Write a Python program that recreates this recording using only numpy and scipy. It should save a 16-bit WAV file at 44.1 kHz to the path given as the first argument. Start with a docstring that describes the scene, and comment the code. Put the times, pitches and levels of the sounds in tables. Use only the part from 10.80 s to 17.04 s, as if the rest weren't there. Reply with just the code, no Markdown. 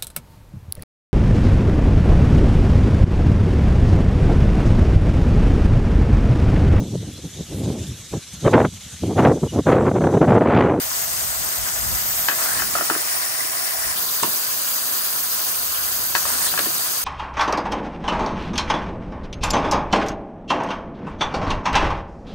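"""A pressure-washer jet hisses and drums up a plastic gutter in a yard, heard from the gutter's foot as
gusts rumble on the microphone. A wooden ball drones down a side chute, knocks into the gutter at 1.5 s,
is caught by the jet and skids and clatters away up the slope, while the microphone tilts to look up it.
A few drips plop. At 3.15 s the microphone is suddenly at the gutter's side. A ball rolls down again,
knocks in at 5.35 s and is driven away too, among splashes."""
import sys
import numpy as np
from scipy import signal
from scipy.fft import rfft, irfft
from scipy.io import wavfile

SR = 44100
rng = np.random.default_rng(int(sys.argv[2]) if len(sys.argv) > 2 else 0)


def int16_out(signal):
    """Quantize to a 16-bit WAV file."""
    q = np.round(np.clip(np.atleast_2d(signal).T, -1, 1) * 32767)
    wavfile.write(sys.argv[1], SR, q.astype(np.int16))


N = 275184
TIME = np.arange(N) / SR
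HZ = np.maximum(np.arange(N // 2 + 1) * SR / N, 1)

# Where the microphone is. Each row: time in seconds, share at the foot, share looking up.
# The share left over is at the side.
MIC_PLACE = [(0, 0.96, 0), (1.55, 1, 0), (1.83, 0.028, 0.82), (3.148, 0.12, 0.99), (3.156, 0.29, 0.058),
             (6.24, 0.4, 0)]
# The tone of the water from those three places. Each row: frequency in Hz, left dB, right dB.
# Water drumming on the gutter wall:
DRUM_FOOT = [(100, -41, -15), (307, -14, -15), (533, -8, -9.5), (680, -1, -1.5), (860, -6.5, -5),
             (1050, -3, -7), (1380, -0.1, -3), (1820, -0.5, -15), (2010, -4, -4), (2590, -16, -27)]
DRUM_UP = [(100, -29, -29), (298, -14, -15.5), (537, -11, -11.5), (670, -3.5, -3), (920, -10.5, -6.5),
           (1050, -4, -2), (1500, -2, -11), (1860, 1.5, -5.5), (2015, -1, -17), (2620, -48, -37)]
DRUM_SIDE = [(98, -36, -31), (194, -10, -13), (326, -12.5, -10.5), (520, -7, -11), (680, -4.5, -21),
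             (930, -4, -17), (1020, -2.5, -2.5), (1450, 1, -12), (1740, -1.5, -3), (1890, -6.5, -15),
             (2570, -22, -22)]
# The spray:
SPRAY_FOOT = [(1790, -23, -29), (2320, -13.5, -13.5), (2800, -9, -10.5), (4530, -4.5, -11.5),
              (5150, 0.5, -12.5), (6250, -4.5, -5), (6470, 2, -7), (7230, -4.5, -6), (7680, -1, 0),
              (9050, -0.5, -1.5), (9400, -8, 5.5), (9530, -7.5, -0.5), (10860, -9.5, -11.5),
              (11800, -29.5, -29.0)]
SPRAY_UP = [(1740, -26, -35), (2270, -8.5, -10), (2880, -11.5, -16), (3550, -11.5, -16.5),
            (4970, -5, -12.5), (5360, 1, -11), (6050, -7.5, -14), (7600, -6.5, -7), (8200, -7, -7),
            (9300, -9, 2), (9700, -9, -0.5), (10900, -11, -8), (11800, -32.4, -30.6)]
SPRAY_SIDE = [(1830, -58, -42), (2290, -13.5, -10), (2920, -4.5, -8.5), (3580, -3, -9.5), (4380, 1, -3),
              (4450, 4.5, -10), (5300, 1.5, -2), (5750, -5.5, -5), (6300, 2, -0.5), (7300, -10.5, -4.5),
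              (7800, -2.5, -1.5), (9100, -2, -0.5), (10100, -0.5, 2), (10970, -24, -10),
              (12000, -32.6, -18)]
# The thin hiss of the nozzle:
NOZZLE_FOOT = [(10300, -30, -30), (11430, -7, -4.5), (12100, -2.5, -5.5), (12900, -2, 1), (13600, -5, -6.5),
               (14600, -4, -4.5), (15600, -9, -8), (19000, -20, -20)]
NOZZLE_UP = [(10300, -27, -22.7), (11300, -1, 0), (12100, -2, -3.5), (13000, -5, -3), (14000, 0, -0.2),
             (14600, 1, -0.0), (15500, -2, -0.3), (19000, -22.1, -22.3)]
NOZZLE_SIDE = [(10100, -33.4, -8.5), (11160, -25, -6), (11900, -11, -14), (12100, -1, -4), (12550, 1, 0),
               (12900, -6, -3), (13600, -5, -6), (14500, -4, -5), (15500, -5, -4), (19000, -12, -13)]
# How the microphone's two openings hear the water. Each row: frequency in Hz, how alike they are
# from 0 to 1, how far the left is ahead in radians.
MIC_OPENINGS = [(100, 0.9, -2.5), (330, 0.8, 1.14), (794, 0, 1.5), (1770, 0.59, 3), (2650, 0.13, 1),
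                (4000, 0.47, 2.0), (5030, 0.08, 2.5), (6430, 0.5, 0.44), (9280, 0.22, 2.95),
                (9770, 0.53, 0.94), (11200, 0.55, 3.5), (12570, 0.97, 1.57), (14000, .82, 1.5),
                (15700, .8, 0.2)]
# How loud the even jet is as the microphone moves. Each row: time in seconds, then the levels of
# drumming, spray and nozzle in dB.
JET_LEVELS = [(0, -33.5, -26, -27.5), (.9, -33.5, -25.5, -27), (1.33, -33, -25.5, -23.5),
              (1.72, -31, -25, -25), (1.84, -33, -24.5, -27), (2.1, -31, -23.5, -27.2),
              (3.145, -32.8, -26, -28.5), (3.16, -33, -26, -23.5), (5.3, -33.3, -26, -24),
              (6.24, -32.5, -25, -25)]
# Peaks in the water's tone: standing waves in the gutter low down, and a faint, even ripple above 4 kHz. # Each
# row: frequency in Hz, width in Hz, boost in dB.
WATER_PEAKS = [(296, 23, 2), (641, 26, 3), (1022, 51, 3.5), (2030, 54, 2), (4610, 170, 2),
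               (5540, 160, 1), (6570, 200, 1), (9200, 220, 0), (12540, 280, -1.5)]
# The tones of the yard's background, the chute, the wind and the fizz of water on a ball.
# Each row: frequency in Hz, left dB, right dB.
YARD_TONE = [(45, -4, -12), (70, -29, -9), (117, -0.5, 2), (170, -8, -9), (260, -16, -14)]
CHUTE_TONE = [(70, -16, -16), (120, -9, -5), (175, 2.5, 0), (260, -8, -0.5), (400, 1, -13)]
WIND_TONE = [(15, -25, -28), (29.8, -17, -18), (61.6, 2.5, -6.5), (100, -5, -9), (166, -8, -13.5),
             (254, -15.5, -31.5), (500, -48, -27)]
FIZZ_TONE = [(2400, -14, -16), (3400, -14, -18), (4470, -8, -10), (7150, -11, -9), (9100, -6, 1),
             (9800, -8, -9), (12000, -27, -22)]
# A ball rolls along. Each row: landing and leaving times in seconds, thud in dB, full-speed drone in dB.
ROLLS = [(0, 1.45, -62, -49.5), (1.489, 1.86, -39, -40.5), (3.428, 5.35, -30, -56),
         (5.351, 5.853, -46, -41.5)]
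# Gusts on the microphone. Each row: time of the peak in seconds, swell time in seconds, level in dB.
GUSTS = [(.05, 0.11, -50), (0.356, 0.11, -39), (0.64, 0.053, -37.5), (0.824, 0.043, -40),
         (1.037, 0.061, -34.5), (1.13, 0.03, -29), (1.316, 0.12, -40), (1.8, .13, -42),
         (3.08, 0.061, -40.5), (5.3, 0.5, -46)]
# Splashes. Each row: time of the peak in seconds, middle frequency in Hz, swell time in seconds,
# level in dB.
SPLASHES = [(.45, 8500, .18, -35), (3.183, 3550, .019, -33), (3.29, 3880, 0.013, -30),
            (3.42, 3700, 0.014, -34), (3.431, 8000, 0.0053, -19.5), (4.526, 4740, .03, -30),
            (4.965, 3100, 0.02, -35), (4.964, 1300, 0.042, -34), (5.355, 3700, 0.0065, -31),
            (5.388, 6250, 0.046, -28.5), (5.387, 1350, .025, -33), (5.66, 8550, 0.026, -23),
            (5.685, 3700, 0.024, -27.5), (5.794, 3520, 0.0061, -24)]
# A ball hits the gutter. 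Each row: start in seconds, level in dB, main pitch in Hz, its rise in seconds,
# lower pitch in Hz, then in dB the lower pitch, crack, thump and ring, and left over right.
KNOCKS = [(1.4850, -5.5, 1700, 0.0006, 890, -8.5, -3, -19, -10.5, 3.5),
          (1.5135, -19.5, 1520, .001, 700, -10, -10, -9, -2, 9),
          (1.5840, -33, 1000, .001, 650, -6, -14, -20, -1, 2),
          (1.6163, -26, 1500, 0.0009, 690, -3, -4, -18, -7, 11),
          (1.7960, -23.5, 1870, 0.0012, 880, -6, -10, -21, 0, 10),
          (1.8200, -15, 1500, .00094, 830, -9, -22, -24, -8, 6),
          (1.9520, -13, 1310, 0.0017, 665, -4.5, -10, -14, -14, 0),
          (1.984, -21, 1400, 0.0016, 850, -6, -11, -3, -6, 7),
          (2.0093, -17, 1340, 0.0015, 656, -2.5, -12, -3, -5, 1),
          (2.0993, -9.5, 1370, 0.00088, 840, -6, -10, -0.5, -9.5, 1.5),
          (2.1508, -16.5, 1470, 0.00078, 694, -9, -14, 0, -9, 2),
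          (3.399, -27, 3500, .0006, 1500, -1, 3, -30, -12, 13),
          (3.4323, -9, 1020, 0.0012, 714, -11, -1, -4, -14, 0.5),
          (5.351, -5.5, 1710, 0.0006, 1030, -5, -4.5, -18, -9, 5.5),
          (5.453, -16.5, 1130, 0.0012, 636, -9, -20, -31, -7.5, 5),
          (5.738, -23, 1410, 0.00083, 780, -0.5, -1, -11, -6, 12),
          (5.776, -14, 1700, 0.0011, 1165, -1, -13, -27, -5, 5),
          (5.791, -21, 1480, 0.0006, 670, 2, 9.5, 1, -7, 5),
          (5.8583, -25.5, 1050, 0.0016, 657, -2, -12, 9.5, 0, 3)]
# Echoes off the gutter, bricks and ladder. Each row: delay in seconds, level in dB.
ECHOES = [(.0055, -10.5), (0.012, -14), (.0163, -17)]
# The notes of the gutter's wall, and of the whole gutter flexing on its supports.
# Each row: pitch in Hz, level in dB, seconds to fade by 60 dB.
WALL_NOTES = [(480, -20, 0.12), (623, -20, 0.39), (836, -40, 0.11), (1118, -7.5, 0.061), (1328, -9, 0.099),
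              (1444, -17, 0.11), (1640, -41, 0.063), (1780, -4.5, 0.074), (1918, -12, 0.059),
              (2568, -6, 0.032), (3045, -7.5, 0.051), (4500, -19, .04)]
FLEX_NOTES = [(122, -33, 0.09), (178, -23, 0.069), (257, -19, 0.051), (321, -13, 0.089),
              (360, -12.5, 0.069), (432, -12, 0.047)]
# The jet drives a ball up the gutter. Each row: time caught and time out of reach in seconds,
# then the levels of drumming, fizz and skid in dB.
LAUNCHES = [(1.581, 1.816, -32.5, -27, -35.5), (5.451, 5.685, -32.5, -26, -40)]
# Drips into the gutter. Each row: start in seconds, pitch in Hz, level in dB.
DRIPS = [(2.365, 714, -28.5), (2.461, 1820, -29), (2.604, 1960, -26), (2.745, 700, -37), (2.944, 750, -30)]

SKID_START_HZ, SKID_CLIMB_HZ = 1196, 701  # the skid climbs evenly as the ball spins up


def from_db(db):
    """Turn decibels into a number to multiply by."""
    return 10 ** (np.asarray(db) / 20)


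def rms_one(x):
    """Scale a sound so that its average strength (rms) is 1."""
    return x / np.sqrt(np.mean(x ** 2) + 1e-20)


def in_time(rows):
    """Read each column of a table at every sample."""
    s, *columns = np.transpose(rows)
    return np.array([np.interp(TIME, s, c) for c in columns])


def in_hz(rows):
    """Read each column of a table at every frequency."""
    hz, *columns = np.transpose(rows)
    return np.array([np.interp(np.log(HZ), np.log(hz), c) for c in columns])


def drift(rate_hz):
    """A slow random wander, about 1 in size."""
    step, warm_up = 40, 2000
    r = np.exp(-2 * np.pi * rate_hz * step / SR)
    noise = rng.standard_normal(N // step + warm_up + 2)
    slow = signal.lfilter([1], [1, -2 * r, r * r], noise)[warm_up:]
    return np.interp(np.arange(N) / step, np.arange(len(slow)), rms_one(slow))


def colour(spectrum, tone):
    """Turn a spectrum into sound of strength 1, shaped by a tone table and cut off beyond its ends."""
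    cut_ends = 1 / np.sqrt((1 + (tone[0][0] / HZ) ** 12) * (1 + (HZ / tone[-1][0]) ** 12))
    return rms_one(irfft(spectrum * from_db(in_hz(tone)) * cut_ends, N))


def stereo_noise(tone, shared):
    """Noise with a given tone; shared sets how much of it is the same left and right."""
    noise = rng.standard_normal((2, N)) + shared * rng.standard_normal(N)
    return colour(rfft(noise), tone)


def band(x, low_hz, high_hz):
    """Keep mostly what lies between two frequencies."""
    return signal.sosfilt(signal.butter(2, [low_hz, min(high_hz, SR * .45)], "band", fs=SR, output="sos"), x)


def later(x, seconds):
    """The same sound, delayed."""
    return np.interp(TIME - seconds, TIME, x, left=0)


def churning_water(spurt_db, spurt_hz, flicker_db, flicker_hz, drops_per_s, drop_size):
    """The spectrum of countless droplets and a few big drops, spurting together and flickering by band."""
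    big_drops = (rng.random((2, N)) < drops_per_s / SR) * rng.uniform(-1.04, 1, (2, N))
    droplets = rfft(rng.standard_normal((2, N)) + drop_size * big_drops)
    spurts, water = spurt_db * drift(spurt_hz), 0
    edges_hz = [0, 500, 900, 1400, 2200, 3500, 5000, 6500, 8000, 10000, 12000, 13800, SR]
    for low, high in zip(edges_hz, edges_hz[1:]):
        one_band = irfft(droplets * ((HZ >= low) & (HZ < high)), N)
        water = water + one_band * from_db(spurts + flicker_db * drift(flicker_hz))
    common, opposite = rfft(water)
    alike, lead = in_hz(MIC_OPENINGS)
    ears = np.array([[1], [-1]])
    stereo = np.sqrt(1 + alike) * common + np.sqrt(1 - alike) * opposite * ears
    return stereo * np.exp(.5j * lead * ears)


def jet():
    """Drumming, spray and hiss change with the microphone's place; a ball adds drumming, fizz and skid."""
    water = churning_water(spurt_db=0.5, spurt_hz=14, flicker_db=1.18, flicker_hz=26,
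                           drops_per_s=260, drop_size=6.2)
    water *= from_db(sum(db / (1 + (2 * (HZ - hz) / width) ** 2) for hz, width, db in WATER_PEAKS))
    foot, up = in_time(MIC_PLACE)
    shares = foot, up, np.clip(1 - foot - up, 0, 1)
    drum_db, spray_db, nozzle_db = in_time(JET_LEVELS)
    ball_drum, ball_fizz, ball_skid, skid_hz = launches(catch_s=0.037, escape_s=0.035, skid_growth_db=6)

    def heard(*tones):
        return sum(share * colour(water, tone) for share, tone in zip(shares, tones))

    drum = heard(DRUM_FOOT, DRUM_UP, DRUM_SIDE) * np.hypot(from_db(drum_db), ball_drum)
    spray = heard(SPRAY_FOOT, SPRAY_UP, SPRAY_SIDE) * from_db(spray_db)
    nozzle = heard(NOZZLE_FOOT, NOZZLE_UP, NOZZLE_SIDE) * from_db(nozzle_db)
    fizz = colour(rfft(rng.standard_normal((2, N))), FIZZ_TONE) * ball_fizz
    return drum + spray + nozzle + fizz + skid(skid_hz, width_hz=136, right_db=-9.5) * ball_skid


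def yard_background(level_db):
    """The yard's steady, low noise."""
    return from_db(level_db) * stereo_noise(YARD_TONE, shared=1)


def rolling(thud_fade_s, drone_fade_s, speed_power):
    """A ball lands with a thud; the chute drones louder as it speeds up and settles once it has left."""
    level = np.zeros(N)
    for land_s, leave_s, thud_db, drone_db in ROLLS:
        speed = np.clip((TIME - land_s) / (leave_s - land_s), 0, 1)
        thud = (TIME >= land_s) * from_db(thud_db - 60 * np.maximum(TIME - land_s, 0) / thud_fade_s)
        settling_db = 60 * np.maximum(TIME - leave_s, 0) / drone_fade_s
        drone = speed ** speed_power * from_db(drone_db - settling_db)
        level = np.hypot(level, thud + drone)
    return stereo_noise(CHUTE_TONE, shared=1) * level


def wind(breeze_db, lumpy_db, lumpy_hz):
    """Gusts swell and fade over a light breeze, making a lumpy rumble on the microphone."""
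    gusts = [from_db(db) * np.exp(-((TIME - s) / swell_s) ** 2 / 2) for s, swell_s, db in GUSTS]
    level = np.sqrt(from_db(breeze_db) ** 2 + np.sum(np.square(gusts), axis=0))
    return stereo_noise(WIND_TONE, shared=0.16) * level * from_db(lumpy_db * drift(lumpy_hz))


def splashes(band_ratio):
    """Water thrown off the gutter's rim or a wet ball makes short swells of hiss, a little to the left."""
    out = np.zeros((2, N))
    for s, hz, swell_s, db in SPLASHES:
        near = abs(TIME - s) < min(3 * swell_s, .5)
        noise = rng.standard_normal((2, SR + 1))[:, :near.sum()]
        hiss = rms_one(band(noise, hz / band_ratio, hz * band_ratio))
        out[:, near] += from_db(db) * hiss * np.exp(-((TIME[near] - s) / swell_s) ** 2)
    return out * from_db([[1.5], [-1.5]])


def pock(hz, rise_s):
    """A very short note that swells for rise_s and dies away at once."""
    t = TIME[:SR // 10]
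    return t / rise_s * np.exp(1 - t / rise_s) * np.sin(2 * np.pi * hz * t)


def ringing(clicks, notes):
    """Each click sets fading notes ringing; every second note starts by swinging the other way."""
    out = 0
    for k, (hz, db, fade_s) in enumerate(notes):
        decay, turn = from_db(-60 / (fade_s * SR)), 2 * np.pi * hz / SR
        note = signal.lfilter([0, np.sin(turn)], [1, -2 * decay * np.cos(turn), decay ** 2], clicks + 1e-18)
        out = out + (-1) ** k * from_db(db) * note
    return out


def knocks(crack_s, lower_slowness, flex_lag_s, right_lag_s):
    """Each hit cracks, sounds two short notes at the spot, rings the wall and flexes the gutter."""
    clacks, flex_kicks, wall_kicks = np.zeros((3, 2, N))
    t = TIME[:SR // 10]
    click = signal.unit_impulse(len(t))
    for s, db, main_hz, rise_s, lower_hz, lower_db, crack_db, thump_db, ring_db, pan_db in KNOCKS:
        here = slice(round(s * SR), round(s * SR) + len(t))
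        gain = from_db(db + pan_db * np.array([[.5], [-.5]]))
        crack = band(rng.standard_normal((2, len(t))) * np.exp(-t / crack_s), 1900, 5500)
        spot = pock(main_hz, rise_s) + from_db(lower_db) * pock(lower_hz, rise_s * lower_slowness)
        clacks[:, here] += gain * (spot + from_db(crack_db) * crack / abs(crack).max())
        wall_kicks[:, here] += gain * from_db(ring_db) * band(click, main_hz / 2.8, main_hz * 3.1)
        flex_kicks[:, here] += gain * from_db(thump_db) * click
    echoes = np.array([sum(from_db(db) * later(ear, s) for s, db in ECHOES) for ear in clacks])
    left, right = clacks + echoes + ringing(wall_kicks, WALL_NOTES)
    # long bending waves travel slowly, so the thump comes after the clack
    thump = np.array([later(ear, flex_lag_s) for ear in ringing(flex_kicks, FLEX_NOTES)])
    return np.array([left, later(right, right_lag_s)]) + thump


def with_yard_echo(sound, level_db, fade_s):
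    """The yard answers a sound with a short wash of echoes."""
    t = TIME[:SR // 2]
    build_up = 1 - np.exp(-t / 0.0015)
    tail = rng.standard_normal((2, len(t))) * from_db(-60 * t / fade_s) * build_up
    tail /= np.sqrt(np.sum(tail ** 2, axis=1, keepdims=True))
    return sound + from_db(level_db) * signal.fftconvolve(sound, tail, axes=1)[:, :N]


def launches(catch_s, escape_s, skid_growth_db):
    """While the jet drives a ball: how strong its drumming, fizz and skid are, and the skid's pitch."""
    drum, fizz, slip = np.zeros((3, N))
    hz = np.full(N, float(SKID_START_HZ))
    for caught_s, free_s, drum_db, fizz_db, skid_db in LAUNCHES:
        fade_in = np.clip((TIME - caught_s) / catch_s + .5, 0, 1)
        fade_out = np.clip((free_s - TIME) / escape_s + .5, 0, 1)
        contact = fade_in * fade_out
        spin = np.clip((TIME - caught_s) / (free_s - caught_s), 0, 1)
        drum += contact * from_db(drum_db)
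        fizz += contact * from_db(fizz_db)
        slip += contact * from_db(skid_db + skid_growth_db * spin)
        hz = np.where(contact > 0, SKID_START_HZ + SKID_CLIMB_HZ * spin, hz)
    return drum, fizz, slip, hz


def skid(hz, width_hz, right_db):
    """A rough note that climbs as the jet spins the ball up the gutter."""
    smooth = signal.butter(2, width_hz, fs=SR, output="sos")
    wobble = rms_one(signal.sosfilt(smooth, rng.standard_normal((2, N))))
    phase = 2 * np.pi * np.cumsum(hz) / SR
    return (wobble[0] * np.cos(phase) + wobble[1] * np.sin(phase)) * from_db([[0], [right_db]])


def rattle(taps_per_s, level_db, spread_db, rise_s, octaves_below):
    """The driven ball chatters on the gutter: uneven taps, to the left, pitched below its skid."""
    out = np.zeros(N)
    for caught_s, free_s, *_ in LAUNCHES:
        for k, (when, size, drop) in enumerate(rng.random((40, 3))):
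            after_s = (k + when) / taps_per_s
            spin = after_s / (free_s - caught_s)
            if spin < 1:
                hz = (SKID_START_HZ + SKID_CLIMB_HZ * spin) * 2 ** (-octaves_below * drop)
                tap, at = pock(hz, rise_s), round((caught_s + after_s) * SR)
                out[at:at + len(tap)] += from_db(level_db + spread_db * (2 * size - 1.5)) * tap
    return out * from_db([[2.5], [-2.5]])


def drips(rise_s):
    """Single drops fall into the gutter with short plops."""
    out = np.zeros(N)
    for s, hz, db in DRIPS:
        plop, at = from_db(db) * pock(hz, rise_s), round(s * SR)
        out[at:at + len(plop)] += plop
    return out


def scene():
    """Add up the balls, the yard, the water and the wind."""
    hits = knocks(crack_s=0.003, lower_slowness=1.3, flex_lag_s=0.00525, right_lag_s=0.00011)
    balls = with_yard_echo(hits, level_db=-4.5, fade_s=0.18)
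    balls += rolling(thud_fade_s=0.29, drone_fade_s=0.94, speed_power=1.45)
    balls += rattle(taps_per_s=45, level_db=-29, spread_db=1, rise_s=0.0011, octaves_below=0.92)
    yard = yard_background(level_db=-54.5)
    water = jet() + drips(rise_s=0.0032) + splashes(band_ratio=1.164)
    return balls + yard + water + wind(breeze_db=-59.5, lumpy_db=1.3, lumpy_hz=5.3)


def record(dry):
    """The microphone dips at two narrow frequencies, and the highest treble is cut."""
    for notch_hz, width_hz, depth in [(5213, 134, 1.0), (9500, 140, .62)]:
        notched = signal.lfilter(*signal.iirnotch(notch_hz, notch_hz / width_hz, fs=SR), dry)
        dry = dry + depth * (notched - dry)
    cutoff_hz = 15720
    return signal.sosfilt(signal.ellip(14, .1, 90, cutoff_hz, fs=SR, output="sos"), dry)


dry = scene()
out = record(dry)
int16_out(out)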